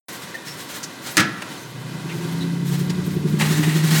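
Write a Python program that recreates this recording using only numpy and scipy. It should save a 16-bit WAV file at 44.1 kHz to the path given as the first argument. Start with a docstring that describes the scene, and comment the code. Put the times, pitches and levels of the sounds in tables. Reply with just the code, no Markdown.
"""A wash of traffic, with something rubbing close to the microphone, strongest at the end.
A wire shopping cart knocks once against a metal-framed glass door: the basket wires clash, the pane thuds.
Outside, a big engine pulls away, its uneven firing making the exhaust throb.
Loose cart parts rattle among a few squeaks and ticks; the brick entrance adds a short tail to the cart."""
import sys
import numpy as np
from scipy import signal
from scipy.fft import rfft, irfft, next_fast_len
from scipy.io import wavfile
from scipy.ndimage import map_coordinates

SR = 44100
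rng = np.random.default_rng(int(sys.argv[2]) if len(sys.argv) > 2 else 0)


def file_out(sig):
    """Save sig as 16-bit WAV at sys.argv[1]."""
    # one column per channel
    cols = np.atleast_2d(sig).T
    # limit, then scale
    lim = np.clip(cols, -1, 1)
    pcm = np.round(lim * 32767).astype(np.int16)
    wavfile.write(sys.argv[1], SR, pcm)


N = 176400
t = np.arange(N) / SR
# Sliding friction spectrum. Each row: frequency in Hz, relative level in dB.
FRICTION_SPECTRUM = [(350, -6), (850, -8), (1900, -3), (2600, -8), (3900, -5), (4800, -8), (8500, -9.5),
                     (10700, -15), (17000, -18.5)]


def amp(db):
    """Decibels to gain."""
    return 10 ** (np.asarray(db) / 20)


def unit(x):
    """Scale to rms 1."""
    return x / np.sqrt(np.mean(x ** 2) + 1e-20)


def along(points, hz):
    """Interpolate (Hz, value) points on a log frequency axis."""
    knots_hz, values = np.transpose(points)
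    return np.interp(np.log(hz + 1), np.log(knots_hz + 1), values)


def curves(rows):
    """One value per sample for each column after the time."""
    times_s, *columns = np.transpose(rows)
    return [np.interp(t, times_s, column) for column in columns]


def wobble(knots_per_s):
    """Smooth random curve, deviation about 1."""
    return map_coordinates(rng.standard_normal(8192), [t * knots_per_s], mode="wrap")


def filtered(x, response):
    """Apply response(hz) to the spectrum of x."""
    size = next_fast_len(len(x) + 8192)
    return irfft(rfft(x, size) * response(np.fft.rfftfreq(size, 1 / SR)), size)[:len(x)]


def noise(spectrum, size=N):
    """Coloured noise of rms 1."""
    return unit(filtered(rng.standard_normal(size), lambda hz: amp(along(spectrum, hz))))


def band_decay(x, t60_curve):
    """Fade each band of x at its own rate."""
    hz, time_s, bands = signal.stft(x, SR, nperseg=256)
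    decay = np.exp(-np.log(1000) * time_s / along(t60_curve, hz)[:, None])
    return signal.istft(bands * decay, SR)[1][:len(x)]


def fade(t60_s):
    """One second of exponential decay."""
    return np.exp(-np.log(1000) * t[:SR] / t60_s)


def held(start_s, length_s, rise_s, fall_s):
    """Rise, hold and release envelope."""
    age_s = np.maximum(t - start_s, 0)
    return (1 - np.exp(-age_s / rise_s)) * np.exp(-np.maximum(age_s - length_s, 0) / fall_s)


def ring(modes, scatter_db, spread_cycles):
    """One second of struck modes, levels and phases drawn anew per blow."""
    tones = np.zeros(SR)
    for hz, db, t60_s in modes:
        envelope = amp(db + scatter_db * rng.normal()) * fade(t60_s)
        tones += envelope * np.sin(2 * np.pi * (hz * t[:SR] + spread_cycles * rng.random()))
    return tones / np.sqrt(sum(amp(db) ** 2 for _, db, _ in modes) / 2)


def add(track, start_s, sound):
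    """Mix a sound into the track."""
    part = track[round(start_s * SR):][:len(sound)]
    part += sound[:len(part)]


def reflections(x, max_delay_s=0.007, echo_db=-7.5):
    """Eight echoes off nearby glass and brick give a fine comb colour."""
    taps = np.zeros(SR // 20)
    delays = (rng.uniform(0.1, 1, 8) * max_delay_s * SR).astype(int)
    taps[delays] = rng.standard_normal(len(delays))
    taps *= amp(echo_db) / np.linalg.norm(taps)
    taps[0] = 1
    return signal.fftconvolve(x, taps / np.linalg.norm(taps))[:N]


def walls(x, rise_s=0.0047, tail_db=-15):
    """The brick entrance answers with a short tail, treble dying first."""
    # Each row: frequency in Hz, T60 in seconds.
    wall_decay = [(200, 1), (1500, 0.92), (4000, 0.51), (12000, 0.085)]
    tail = band_decay(rng.standard_normal(SR), wall_decay) * (1 - np.exp(-t[:SR] / rise_s))
    return amp(tail_db) * signal.fftconvolve(x, tail / np.linalg.norm(tail))[:N]


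def traffic(wash_db=-37.5, rumble_db=-45.5):
    """Steady street wash over the low rumble of distant traffic."""
    # Each row of both: frequency in Hz, relative level in dB.
    wash_spectrum = [(59, -53), (100, -6), (160, -0.5), (330, 2.5), (470, -5.5), (1060, -4.5), (1800, -6.5),
                     (2500, -11), (3900, -10), (6500, -17.5), (10000, -21), (17000, -35)]
    rumble_spectrum = [(80, -39), (150, 8.5), (260, -3.5), (600, -11.5), (2000, -56)]
    wash = reflections(noise(wash_spectrum)) * amp(wash_db + wobble(6.57))
    return wash + noise(rumble_spectrum) * amp(rumble_db + 0.42 * wobble(10.7))


def rubbing(rest_db=-52, fizz_db=-25, fizz_exponent=0.71):
    """Cloth or skin slides near the microphone: strokes of grainy hiss with a restless fizz on top."""
    # Each row: start in seconds, length in seconds, level in dB.
    strokes = [(0.057, 0.095, -36), (0.216, 0.025, -36), (.445, 0.074, -38), (0.564, 0.063, -38),
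               (0.684, 0.081, -34), (1.014, 0.04, -38.5), (1.059, 0.074, -34.5), (1.484, 0.12, -43.5),
               (2.127, 0.23, -43.5), (2.647, 0.16, -35.5), (3.04, 0.092, -41.5), (3.263, 0.19, -43),
               (3.386, 0.21, -29.5), (3.593, 0.42, -35), (3.714, 0.046, -28), (3.827, 0.049, -29.5),
               (3.903, 0.073, -20), (3.971, 0.11, -23)]
    # Each row: frequency in Hz, relative level in dB.
    fizz_spectrum = [(1500, -36), (5000, -20), (8500, -2), (13000, 9.5), (17000, -3)]
    power = amp(rest_db) ** 2
    for start_s, length_s, db in strokes:
        power += (amp(db) * held(start_s, length_s, rise_s=0.0065, fall_s=0.043)) ** 2
    strength = np.sqrt(power)
    hiss = noise(FRICTION_SPECTRUM) * strength * amp(2.2 * wobble(45))
    fizz = noise(fizz_spectrum) * strength ** fizz_exponent * amp(fizz_db + 4.8 * wobble(54))
    return reflections((hiss + fizz) * amp(0.41 * wobble(900)))


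def engine(throb_at_s=3.598, waver_db=5, chuff_db=-39, chuff_swing_db=6.5):
    """Uneven firing makes harmonics of the cycle rate; boom and top harmonics bunch once per cycle."""
    # Each row: time in seconds, four-stroke cycle rate in Hz.
    speed = [(1.5, 9.3), (1.9, 9.8), (2.1, 10.2), (2.3, 10.4), (2.7, 10.88), (2.9, 11.17), (3.3, 11.55),
             (3.5, 11.84), (3.7, 12), (4, 12.12)]
    # Each row: time in seconds, gain in dB of all but the boom, levels in dB of boom harmonics 13 to 16.
    exhaust_levels = [(1.4, -27, -71, -76, -72, -61), (1.8, -10.5, -35, -73, -41, -38.5),
                      (2.1, -3, -38, -38, -45, -32.5), (2.45, -1.5, -37, -40, -54, -24),
                      (2.74, -0.5, -22.5, -61, -40, -24.5), (3, 1, -31.5, -37, -35, -25.5),
                      (3.27, 5, -22.5, -33, -31, -28.5), (3.6, 3.5, -20, -26.5, -31.5, -41),
                      (4, 4.5, -16.5, -26.5, -34, -43)]
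    # Weak exhaust harmonics. Each row: multiple of the cycle rate, relative level in dB.
    burble_orders = [(8, -50), (10, -44.5), (11, -49), (12, -45), (18, -43), (19, -46.5), (21, -47),
                     (26, -42.5)]
    # Pipe colour and exhaust turbulence. Each row: frequency in Hz, relative level in dB.
    pipe_spectrum = [(240, -76), (285, -49.5), (320, -55.5), (358, -46), (400, -54.5), (445, -57),
                     (490, -79)]
    chuff_spectrum = [(60, -15), (180, -1), (240, -4), (380, -7), (1000, -49)]
    cycle_hz, = curves(speed)
    phase = 2 * np.pi * np.cumsum(cycle_hz) / SR
    phase -= np.interp(throb_at_s, t, phase)
    gain_db, *boom_db = curves(exhaust_levels)

    def harmonic(order, db, scatter_rad):
        """One partial, wavering in level and phase."""
        return amp(db + waver_db * wobble(5)) * np.cos(round(order) * phase + scatter_rad * wobble(1.983))

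    boom = sum(amp(db) * np.sin(k * phase) for k, db in enumerate(boom_db, 13))
    burble = sum(harmonic(k, db, scatter_rad=1.1) for k, db in burble_orders)
    throb = sum(harmonic(k, along(pipe_spectrum, k * cycle_hz), scatter_rad=0.7) for k in range(23, 42))
    pulse = ((1 + np.cos(phase)) / 2) ** 2
    chuff = noise(chuff_spectrum) * amp(chuff_db + chuff_swing_db * pulse)
    return np.sqrt(2) * boom + amp(gain_db) * (np.sqrt(2) * (burble + throb) + chuff)


def squeaks_and_ticks(scuff_db=-7):
    """Short squeaks and ticks over a scuff: narrow resonances squeak, broad ones tick or crackle."""
    # Each row: start in seconds, centre in Hz, half-width in Hz, length in seconds, level in dB.
    bursts = [(0.342, 1820, 110, 0.016, -32), (.47, 5400, 150, 0.051, -39),
              (0.829, 6130, 1160, 0.015, -28.5), (1.57, 6200, 80, 0.083, -50),
              (2.091, 2380, 700, 0.037, -37), (2.406, 3830, 300, 0.024, -35),
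              (2.895, 4300, 2620, 0.011, -31.5)]
    out = np.zeros(N)
    scuff = amp(scuff_db) * noise(FRICTION_SPECTRUM)
    for start_s, centre_hz, half_width_hz, length_s, db in bursts:
        peak = lambda hz: 1 / (1 + ((hz - centre_hz) / half_width_hz) ** 2)
        band = unit(filtered(rng.standard_normal(N), peak))
        out += amp(db) * (band + scuff) * held(start_s, length_s, rise_s=0.002, fall_s=0.008)
    return out


def rattles(jingle_from_s=3.45, jingle_db=-36):
    """Loose cart parts chatter against each other: separate clacks, then a light, lasting jingle."""
    # Each row: start in seconds, level in dB, T60 in seconds.
    shakes = [(1.382, -45, .02), (1.418, -25.5, 0.053), (1.514, -32.5, 0.038), (3.396, -22, 0.14),
              (3.406, -19.5, 0.15), (3.627, -26, 0.2), (3.694, -29, 0.098)]
    # Each row: resonance in Hz, bandwidth in Hz, relative level in dB.
    part_modes = [(830, 265, -1.5), (1390, 650, -6), (1870, 170, 4.5), (2410, 290, -3), (2800, 250, -0.5),
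                  (4070, 1100, -11), (7800, 2300, -14)]

    def body(hz):
        """Resonances summed with alternating sign."""
        return sum((-1) ** k * amp(db) * 1j * hz * width_hz / (mode_hz**2 - hz**2 + 1j * hz * width_hz)
                   for k, (mode_hz, width_hz, db) in enumerate(part_modes))

    clacks = sum(amp(db) * held(start_s, length_s=0.0034, rise_s=0.0019, fall_s=t60_s / np.log(1000))
                 for start_s, db, t60_s in shakes)
    force = clacks + amp(jingle_db) * (t > jingle_from_s)
    chatter = rng.standard_normal(N) * amp(1.5 * wobble(250))
    return filtered(chatter * force, body) / np.std(filtered(chatter, body))


def basket(modes_db=-2, clash_db=3):
    """One ring of the cart: clear basket and frame modes over the clash of many wires."""
    # Each row: frequency in Hz, relative level in dB, T60 in seconds.
    basket_modes = [(1208, 1.5, 0.36), (1320, 4.5, 0.38), (1370, -6, .42), (1466, -3, .3), (1576, -3, 0.38),
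                    (1693, 10, 0.23), (1810, -1, 0.16), (1926, 7, .2), (1960, 10, 0.13), (2667, -8.5, .4),
                    (4190, 2.5, .16), (6220, 6, 0.078)]
    # Each row: frequency in Hz, relative level in dB.
    clash_spectrum = [(65, -40), (110, -2), (200, 1.5), (318, -3.5), (421, -11), (885, -8.5), (1050, -11.5),
                      (1330, 3.5), (1970, 0.5), (3130, -4.5), (6230, -8.5), (17000, -22.5)]
    # Each row: frequency in Hz, T60 in seconds.
    clash_decay = [(300, 0.48), (1400, 0.22), (3000, 0.18), (6000, 0.15), (14000, 0.095)]
    tones = ring(basket_modes, scatter_db=-2.5, spread_cycles=0.99)
    clash = band_decay(noise(clash_spectrum, size=SR), clash_decay)
    return amp(modes_db) * tones + amp(clash_db) * clash


def knock(jolt_at_s=1.205, jolt_width_s=0.016, jolt_hz=116, jolt_db=-21.5):
    """Each contact cracks and rings the basket; the pane thuds and the door jolts in its frame."""
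    # Each row: start in seconds, gain in dB, crack level relative to the ring in dB.
    contacts = [(1.1694, -15.5, 8.5), (1.178, -17.5, 0), (1.1962, -20.5, -11), (1.2, -27, 2),
                (1.205, -31, 16)]
    # Each row: frequency in Hz, relative level in dB.
    crack_spectrum = [(500, -28), (1500, -8), (4500, 10), (8000, 7), (16000, -9)]
    # The door gives under the blow. Each row: start in seconds, gain in dB.
    thuds = [(1.173, -23), (1.196, -25)]
    # Each row: frequency in Hz, relative level in dB, T60 in seconds.
    pane_modes = [(112, -5, 0.18), (144.4, 6, 0.28), (304, 5.5, 0.21), (340, -3, .3), (496, -5.5, 0.11)]
    out = np.zeros(N)
    for start_s, db, crack_db in contacts:
        wires = basket()
        crack = amp(crack_db) * noise(crack_spectrum, size=SR) * fade(t60_s=0.018)
        add(out, start_s, amp(db) * (wires + crack))
    swell = 1 - np.exp(-t[:SR] / 0.003)
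    for start_s, db in thuds:
        add(out, start_s, amp(db) * ring(pane_modes, scatter_db=5.0, spread_cycles=0.96) * swell)
    offset_s = t - jolt_at_s
    jolt = np.sin(2 * np.pi * jolt_hz * offset_s) * np.exp(-(offset_s / jolt_width_s) ** 2)
    return out + amp(jolt_db) * jolt


def scene():
    """The cart in the entrance, rubbing close by, engine and street behind."""
    cart = knock() + rattles() + squeaks_and_ticks()
    return (cart + walls(cart) + engine() + rubbing() + traffic())[None]


def record(dry, low_cut_hz=92, opens_s=0.084, top_hz=17500):
    """The microphone sheds deep bass, opens after a moment, clips at full scale and is band-limited."""
    thin = filtered(dry[0], lambda hz: 1 / np.sqrt(1 + (low_cut_hz / (hz + 1)) ** 8))
    live = np.clip(thin * (t > opens_s), -1, 1)
    return filtered(live, lambda hz: hz < top_hz)[None]


dry = scene()
out = record(dry)
file_out(out)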